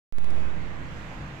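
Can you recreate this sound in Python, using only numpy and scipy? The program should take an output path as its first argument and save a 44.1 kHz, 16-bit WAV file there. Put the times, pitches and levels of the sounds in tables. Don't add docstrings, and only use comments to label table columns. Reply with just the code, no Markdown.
import sys
import numpy as np
from scipy import signal
from scipy.fft import rfft, irfft
from scipy.io import wavfile
from scipy.ndimage import uniform_filter1d

SR = 44100
rng = np.random.default_rng(int(sys.argv[2]) if len(sys.argv) > 2 else 0)


def output_pcm(signal):
    pcm = np.clip(np.atleast_2d(signal).T, -1, 1) * 32767
    wavfile.write(sys.argv[1], SR, np.round(pcm).astype(np.int16))


N = 61739
TIME = np.arange(N) / SR
START_S = 0.1246

# (frequency [Hz], relative level [dB])
TYRE_SPECTRUM = [(15, -18), (25, 1), (33, -7), (70, -4), (92, -9), (125, -4), (200, -8), (240, -13),
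                 (295, -10.5), (410, -18), (460, -15.5), (1030, -19.5), (1340, -20.5), (2000, -22.5),
                 (2500, -24.5), (3200, -31.5), (5200, -42.5), (7400, -44.5), (8900, -58.5), (11500, -60),
                 (12600, -58.5), (14200, -65.5)]
# (frequency [Hz], left minus right [dB])
TYRE_BALANCE = [(60, 0.5), (110, -2.5), (200, 1), (380, 0.5), (690, -0.5), (1270, -4.5), (2340, -7.5),
                (4320, -6.5), (7950, -6), (14600, -7.0)]
# (time [s], boost [dB])
TREBLE_SWELLS = [(.15, -0.5), (.36, 2), (.55, 0), (.8, 1.5), (1.0, 5), (1.15, 4.6), (1.3, 2.5), (1.4, 3.5)]
# (time [s], boost [dB])
BASS_SWELLS = [(.15, -1.5), (.26, 3.5), (.42, -1), (.62, 4.5), (.8, 1.5), (1.0, 2), (1.15, 2.5), (1.4, 2.5)]
# (pitch [Hz], top level [dB], peak time [s], time to fall to 37% [s])
ENGINE_TONES = [(40, -50.5, 1.2, 1.3), (70.04, -44.5, 0.21, 0.98), (139, -44, 1.3, 0.12),
                (146, -50.5, 0.57, 0.17), (169, -51.5, 0.63, 0.37), (310, -57, 1.29, 0.545),
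                (377.6, -54, 0.4, 0.23), (494, -65, 0.46, 0.82), (975, -65, 0.38, 0.63),
                (1031, -65.5, 1, .8), (1606, -65.5, 1.1, 1.5)]
# (pitch [Hz], level before panning [dB], start [s], start of dying away [s])
WHINE_TONES = [(3570, -70, 0.13, .385), (3950, -75, 0.14, .31), (4200, -86, 0.12, 0.23)]
OFFSET_STEPS = [-0.036, 0.078, 0.061, 0.027]
# (time [s], level [dB])
CRACKLE_BURSTS = [(0.3044, -43.5), (.3070, -43), (.3642, -55)]


def amp(db):
    return 10 ** (np.asarray(db) / 20)


def unit(x):
    return x / np.sqrt(np.mean(x ** 2) + 1e-20)


def curve_at(table, hz):
    table_hz, values = np.transpose(table)
    return np.interp(np.log(hz + 1), np.log(table_hz + 1), values)


def wander(rate_hz):
    hz = np.fft.rfftfreq(4 * N, 1 / SR)
    spectrum = rfft(rng.standard_normal(4 * N))
    return unit(irfft(spectrum * np.exp(-(hz / rate_hz) ** 2)))[:N]


def wavering_tone(hz, waver_hz, flutter, rate_hz):
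    cycles = np.cumsum(hz + waver_hz * wander(rate_hz)) / SR + rng.random()
    strength = 1 + flutter * wander(rate_hz)
    return unit(np.sin(2 * np.pi * cycles) * strength)


def tyre_wash():
    mic_spacing_m, sound_m_per_s = 0.16, 343
    treble_hz, bass_hz = 4460, 216
    size, hop = 2048, 512
    frames, hz = N // hop + 5, np.fft.rfftfreq(size, 1 / SR)
    t = np.arange(frames)[:, None] * hop / SR
    noise = rng.standard_normal((5, frames, len(hz)))

    left = noise[0] + 1j * noise[1]
    unrelated = noise[2] + 1j * noise[3]
    likeness = 0.98 * np.sinc(2 * hz * mic_spacing_m / sound_m_per_s)
    right = likeness * left + np.sqrt(1 - likeness ** 2) * unrelated
    lean = amp(curve_at(TYRE_BALANCE, hz) / 2)
    spectra = np.array([left * lean, right / lean])
    spectra /= np.sqrt(lean ** 2 + lean ** -2 + 2 * likeness)

    slow_noise = uniform_filter1d(noise[4], size=7, axis=0)
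    patches_db = 1.2 * unit(uniform_filter1d(slow_noise, size=18, axis=1))
    treble_db = np.interp(t, *np.transpose(TREBLE_SWELLS)) * hz ** 2 / (hz ** 2 + treble_hz ** 2)
    bass_db = np.interp(t, *np.transpose(BASS_SWELLS)) * np.exp(-(hz / bass_hz) ** 2 / 2)
    spectra *= amp(curve_at(TYRE_SPECTRUM, hz) + patches_db + bass_db + treble_db)
    _, wash = signal.istft(spectra.transpose(0, 2, 1), nperseg=size, noverlap=size - hop)
    wash = wash[:, :N]
    return amp(-40) * wash / np.std(wash.mean(axis=0))


def engine_drone():
    drone = np.zeros(N)
    for hz, db, peak_s, fall_s in ENGINE_TONES:
        swell = np.exp(-((TIME - peak_s) / fall_s) ** 2)
        drone += amp(db) * swell * wavering_tone(hz, waver_hz=2.5, flutter=0.28, rate_hz=5)
    return drone


def whine():
    rise_s, decay_s, right_lead_db = 0.035, 0.028, 7.5
    tones = np.zeros(N)
    for hz, db, start, end in WHINE_TONES:
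        rise = np.clip((TIME - start) / rise_s, 0, 1)
        decay = np.exp(-np.maximum(TIME - end, 0) / decay_s)
        tones += amp(db) * rise * decay * wavering_tone(hz, waver_hz=18, flutter=0.47, rate_hz=79)
    return tones * amp([[-right_lead_db / 2], [right_lead_db / 2]])


def jump(start_s, decay_s):
    return (TIME >= start_s) * np.exp(-np.maximum(TIME - start_s, 0) / decay_s)


def offset_clicks():
    sag_s, return_s, step_every_s = 0.037, 0.35, 0.06
    age = np.maximum(TIME - START_S, 0)
    sag = -0.22 * (1 - np.exp(-age / sag_s))
    offset = sag / (1 + (age / return_s) ** 3.24)
    for k, step in enumerate(OFFSET_STEPS):
        offset += step * jump(START_S + k * step_every_s, decay_s=0.026)
    return offset


def crackles():
    bursts = sum(amp(db) * jump(start, decay_s=0.0009) for start, db in CRACKLE_BURSTS)
    bright_band = signal.butter(4, [3270, 8400], btype="band", fs=SR, output="sos")
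    return bursts * unit(signal.sosfilt(bright_band, rng.standard_normal(N)))


def scene():
    return tyre_wash() + engine_drone()


def record(dry):
    fade_s, first_gain = 0.25, 0.098
    progress = np.clip((TIME - START_S) / fade_s, 0, 1)
    fade = first_gain + (1 - first_gain) * progress ** 0.85
    mix = (dry * fade + whine()) * (TIME >= START_S)
    mix[1] += offset_clicks() + crackles()
    low_pass = signal.firwin(255, cutoff=14350, window=("kaiser", 9), fs=SR)
    return signal.oaconvolve(mix, low_pass[None], "same")


dry = scene()
out = record(dry)
output_pcm(out)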